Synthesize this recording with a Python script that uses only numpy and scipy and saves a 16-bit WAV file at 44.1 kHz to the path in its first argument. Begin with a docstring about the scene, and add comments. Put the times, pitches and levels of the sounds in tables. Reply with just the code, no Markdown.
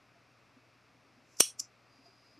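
"""A quiet room with a bed of air and mains hum; hands bump softly on a cloth-covered table throughout. At about
1.3 s small steel scissors slide closed on a strand of yarn, close to the microphone. At 1.4 s the edges crunch
through the fibres, the blades clap shut and ring, and the handles knock, with a short room tail. At 1.6 s the
blades scrape briefly and knock as they part, and from about 1.9 s a faint thin hiss comes up."""
import sys
import numpy as np
from scipy import signal
from scipy.fft import rfft, irfft
from scipy.io import wavfile
from scipy.ndimage import uniform_filter1d, map_coordinates

SR = 44100
rng = np.random.default_rng(int(sys.argv[2]) if len(sys.argv) > 2 else 0)


def store_wav(level_fs):
    """Save 16-bit WAV to argv[1]."""
    pcm = np.round(np.clip(np.atleast_2d(level_fs), -1, 1) * 32767)
    wavfile.write(sys.argv[1], SR, pcm.T.astype(np.int16))


N = 105751
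TIME = np.arange(N) / SR

# Colour of the room's air. Each row: frequency in Hz, relative level in dB.
AIR_COLOUR = [(25, -16), (50, -17.5), (100, 4.5), (200, 1), (270, 5.5), (400, -0.5), (680, 2), (850, -2.5),
              (1200, 1.5), (1700, -4), (2600, -1.5), (3000, -10.5), (4000, -11), (5200, -9), (6500, -17.5),
              (8200, -24), (12500, -28), (15000, -40.5)]
# How centred the air is. Each row: frequency in Hz, left-right likeness from 0 to 1.
AIR_CENTRING = [(400, .9), (950, .95), (2400, .985), (5000, .998)]
# Mains hum. Each row: frequency in Hz, level in dB before panning.
MAINS_HUM = [(60, -88), (120, -75)]
# Pan of air and hum. Each row: frequency in Hz, left over right in dB.
ROOM_TONE_PAN = [(1000, 2.7), (2600, .2), (5000, 0)]
# Hands on the table, and at 1.595 s a knock of the blades as they part. Each row: start in seconds, level in
# dB, pitch in Hz.
HAND_BUMPS = [(.155, -64, 677), (.566, -56.5, 257), (.945, -66.5, 267), (1.175, -61.5, 250),
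              (1.595, -62, 1130), (1.598, -60.5, 283), (1.988, -60, 265), (2.056, -57, 688),
              (2.08, -63, 380), (2.374, -58, 305)]
# Blades closing, then parting. Each row: peak time in seconds, level in dB, rise and fall in seconds.
SLIDE_STROKES = [(1.34, -69.5, 0.052, .04), (1.3705, -56, .0015, .005), (1.3905, -45, .004, .004),
                 (1.5978, -34.5, .004, 0.005), (1.6015, -32.5, 0.0021, .003)]
# Colour of steel on steel. Each row: frequency in Hz, relative level in dB.
SLIDE_COLOUR = [(300, -29), (800, -45.5), (1200, -25.5), (1700, -36), (2800, -23), (4100, -24), (4850, -2),
                (5600, 3), (6500, -0.5), (7700, -3.5), (8500, -14), (9500, -11), (10200, -20),
                (11000, -8.5), (12300, -20.5), (13200, -18), (14300, -32), (15200, -50)]
# Edges biting the yarn. Each row: peak time in seconds, level in dB, rise and fall in seconds.
YARN_BITES = [(1.4015, -29, .0016, .003), (1.4045, -16, .002, .002)]
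# Colour of the parting fibres. Each row: frequency in Hz, relative level in dB.
FIBRE_COLOUR = [(300, -18), (1200, -20), (1800, -23.5), (3000, -17), (4000, -15), (4600, -12.5),
                (5900, -7.5), (8000, -9.5), (12000, -15.5), (13300, -23), (14800, -23.5)]
# Blades chattering shut. Each row: time in seconds, relative level in dB.
BLADE_CONTACTS = [(1.4046, 2), (1.4062, 1), (1.4075, -9.5)]
# Colour of each contact's crack. Each row: frequency in Hz, relative level in dB.
CRACK_COLOUR = [(200, -26.5), (800, -5.5), (1200, -1), (1700, -14.5), (2400, -3.5), (3000, 6),
                (3700, -10.5), (6000, -6), (9500, 4), (10400, -5), (11800, -10), (13100, -10), (14300, -3),
                (15600, -15.5)]
# Ring of the blades. Each row: frequency in Hz, relative level in dB, T60 in seconds.
BLADE_MODES = [(2500, -28, .014), (2897, -31, .04), (3004, -30, .04), (3228, -30, .04), (4297, -37, .05),
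               (5465, -19, .022), (5620, -14.5, .021), (6045, -16, .024), (6277, -26, .025),
               (7720, -24, .012), (8360, -14, .018), (8595, -11.5, .015), (9170, -27, .03),
               (9490, -15, .014)]
# Dull knock of handles and fingers. Each row: frequency in Hz, relative level in dB, T60 in seconds.
HANDLE_MODES = [(290, -35, 0.012), (410, -19.5, 0.012), (600, -21.5, .011), (904.5, -40, 0.013),
                (1132, -25.5, 0.021)]
# Colour of the room's tail. Each row: frequency in Hz, gain in dB.
REVERB_COLOUR = [(200, -18), (700, -17.5), (1400, -19), (2800, -8.5), (3500, -8.5), (4400, -3.5),
                 (5800, -8), (8800, -10.5), (11000, -7), (12500, -10.5), (14500, -23)]
# The gate's crossovers, each in Hz.
CROSSOVERS_HZ = [4800, 7000, 10500]
# Fader moves of the hiss. Each row: time in seconds, level in dB.
HISS_FADER = [(1.8, -99.5), (1.93, -71), (2.03, -73), (2.062, -65.5), (2.11, -71), (2.19, -73),
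              (2.24, -69.5), (2.39, -72)]
# Colour of the hiss before its glide. Each row: frequency in Hz, relative level in dB.
HISS_COLOUR = [(3500, -17.5), (4400, -9), (4700, -8), (4890, 8), (5120, -10.5), (6300, -17.5),
               (8800, -30.5), (10000, -24), (12500, -34), (15000, -51.5)]


def from_db(db):
    """Decibels to gain."""
    return 10 ** (np.asarray(db) / 20)


def per_bin(points):
    """A curve over log frequency, read at every spectral bin."""
    hz, value = np.transpose(points)
    return np.interp(np.log(np.fft.rfftfreq(N, 1 / SR) + 1), np.log(hz), value)


def pan(left_db):
    """Left and right gains for a level difference."""
    return from_db(np.array([[.5], [-.5]]) * left_db)


def white_spectrum(likeness):
    """Spectrum of stereo white noise, from wide (likeness 0) to mono (1)."""
    mid, side = rfft(rng.standard_normal((2, N)))
    return (np.sqrt(1 + likeness) * mid + np.sqrt(1 - likeness) * side * [[1], [-1]]) / np.sqrt(2)


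def noise(colour, likeness):
    """Coloured stereo noise of rms 1."""
    x = irfft(white_spectrum(likeness) * from_db(per_bin(colour)), N)
    return x / x.std()


def struck_mode(start, db, hz, t60):
    """One impulse sets a damped sine ringing."""
    impulse = np.zeros(N)
    impulse[int(start * SR)] = from_db(db)
    r, w = from_db(-60 / (t60 * SR)), 2 * np.pi * hz / SR
    return signal.lfilter([0, np.sin(w)], [1, -2 * r * np.cos(w), r * r], impulse + 1e-18)


def attack(start, rise_s):
    """Envelope that eases from 0 up to 1."""
    return 1 - np.exp(-np.maximum(TIME - start, 0) / rise_s)


def swell(peak_s, db, rise_s, fall_s):
    """Envelope that grows to a peak and dies away."""
    return from_db(db) * np.exp(-np.maximum((peak_s - TIME) / rise_s, (TIME - peak_s) / fall_s))


def friction(strokes, colour, spread_db, likeness, slips_per_s=12000):
    """Dense tiny slips of uneven size, widened with noise and shaped by the strokes."""
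    slips = (rng.random(N) < slips_per_s / SR) * rng.choice([-1, 1], N)
    sizes = from_db(spread_db * np.minimum(rng.exponential(1, N), 3))
    grain = irfft(rfft(slips * sizes) * from_db(per_bin(colour)), N)
    texture = np.sqrt(likeness) * grain / grain.std() + np.sqrt(1 - likeness) * noise(colour, 0)
    return texture * sum(swell(*stroke) for stroke in strokes)


def room_tone():
    """A steady bed of air and mains hum, its low end leaning left."""
    hum = sum(np.sqrt(2) * from_db(db) * np.sin(2 * np.pi * (hz * TIME + rng.random()))
              for hz, db in MAINS_HUM)
    air = from_db(-66) * noise(AIR_COLOUR, per_bin(AIR_CENTRING))
    return irfft(rfft(air + hum) * pan(per_bin(ROOM_TONE_PAN)), N)


def hand_bumps():
    """Hands meet the cloth-covered table, and the parting blades knock once: each a damped tone with a soft
    attack."""
    return sum(2 * struck_mode(start, db, hz, t60=.085) * attack(start, rise_s=.0035)
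               for start, db, hz in HAND_BUMPS)


def blade_slide():
    """Steel rubs over steel: a bright scrape just right of centre."""
    return pan(left_db=-1) * friction(SLIDE_STROKES, SLIDE_COLOUR, spread_db=2, likeness=.86)


def yarn_crunch():
    """The edges part the fibres in one short, wide crunch."""
    return friction(YARN_BITES, FIBRE_COLOUR, spread_db=3, likeness=.5)


def blade_clap(ring_s=1.4055, ring_db=1.5, crack_db=-14.5, right_lag_s=9e-6):
    """Each contact gives a short crack; the blades' modes build up underneath and ring out."""
    modes = sum((-1) ** k * struck_mode(ring_s, ring_db + db, hz, t60)
                for k, (hz, db, t60) in enumerate(BLADE_MODES))
    left = modes * attack(ring_s, rise_s=.0004)
    right = irfft(rfft(left) * np.exp(-2j * np.pi * np.fft.rfftfreq(N, 1 / SR) * right_lag_s), N)
    chatter = sum(swell(s, db + crack_db, rise_s=.0001, fall_s=.0013) for s, db in BLADE_CONTACTS)
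    return np.array([left, right]) + noise(CRACK_COLOUR, likeness=.4) * chatter


def handle_knock(start=1.4052, low_cut_hz=260, puff_width_s=.00037):
    """The handles stop against each other: a few damped modes and a low puff, both leaning right."""
    modes = sum(struck_mode(start, db, hz, t60) for hz, db, t60 in HANDLE_MODES)
    low_cut = signal.butter(2, low_cut_hz, "high", fs=SR, output="sos")
    body = signal.sosfilt(low_cut, pan(left_db=-5) * modes)
    puff = from_db(-18.5) * np.exp(-((TIME - start) / puff_width_s) ** 2)
    return body + puff * np.array([[-.5], [1]])  # opposite polarity on the two sides


def room_reverb(send, t60=.24, predelay_s=.004):
    """The short diffuse tail of a small room, almost mono."""
    decay = from_db(-60 * TIME / t60) * (TIME > predelay_s)
    wash = irfft(white_spectrum(likeness=.99) * from_db(per_bin(REVERB_COLOUR)), N)
    response = wash * decay / np.sqrt(np.sum(decay ** 2))
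    return signal.fftconvolve(send.mean(axis=0)[None], response, axes=1)[:, :N]


def soft_gate(x, threshold_db=-56.5, window_s=.025):
    """A multiband gate: a band loses one more dB for each dB it falls below the threshold."""
    lows = [signal.sosfiltfilt(signal.butter(4, hz, fs=SR, output="sos"), x + 1e-18)
            for hz in CROSSOVERS_HZ]
    bands = np.diff([np.zeros_like(x), *lows, x], axis=0)
    power = uniform_filter1d(np.mean(bands ** 2, axis=1, keepdims=True), int(window_s * SR))
    level_db = 10 * np.log10(np.maximum(power, 1e-14))
    return np.sum(bands * from_db(np.minimum(level_db - threshold_db, 0)), axis=0)


def thin_hiss(glide_per_s=.055, unshifted_at_s=2.1):
    """A faint narrow hiss that wavers in level and creeps up in pitch."""
    hiss = noise(HISS_COLOUR, likeness=.98)[0]
    speed = np.exp(glide_per_s * (TIME - unshifted_at_s))
    gliding = map_coordinates(hiss, [np.cumsum(speed)], order=3, mode="wrap")
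    return from_db(np.interp(TIME, *np.transpose(HISS_FADER))) * gliding


def scene():
    """The mix: only the cut and the slide feed the gated reverb."""
    cut = yarn_crunch() + blade_clap()
    slide = blade_slide()
    tail = soft_gate(room_reverb(cut + from_db(-2.5) * slide))
    return cut + handle_knock() + slide + tail + hand_bumps() + thin_hiss() + room_tone()


def record(dry):
    """A soft clip rounds the highest peaks, then a steep high cut takes off the very top."""
    ceiling, high_cut_hz = .72, 15500
    rounded = dry / (1 + (dry / ceiling) ** 4) ** .25
    return signal.sosfilt(signal.ellip(10, .2, 80, high_cut_hz, fs=SR, output="sos"), rounded)


dry = scene()
out = record(dry)
store_wav(out)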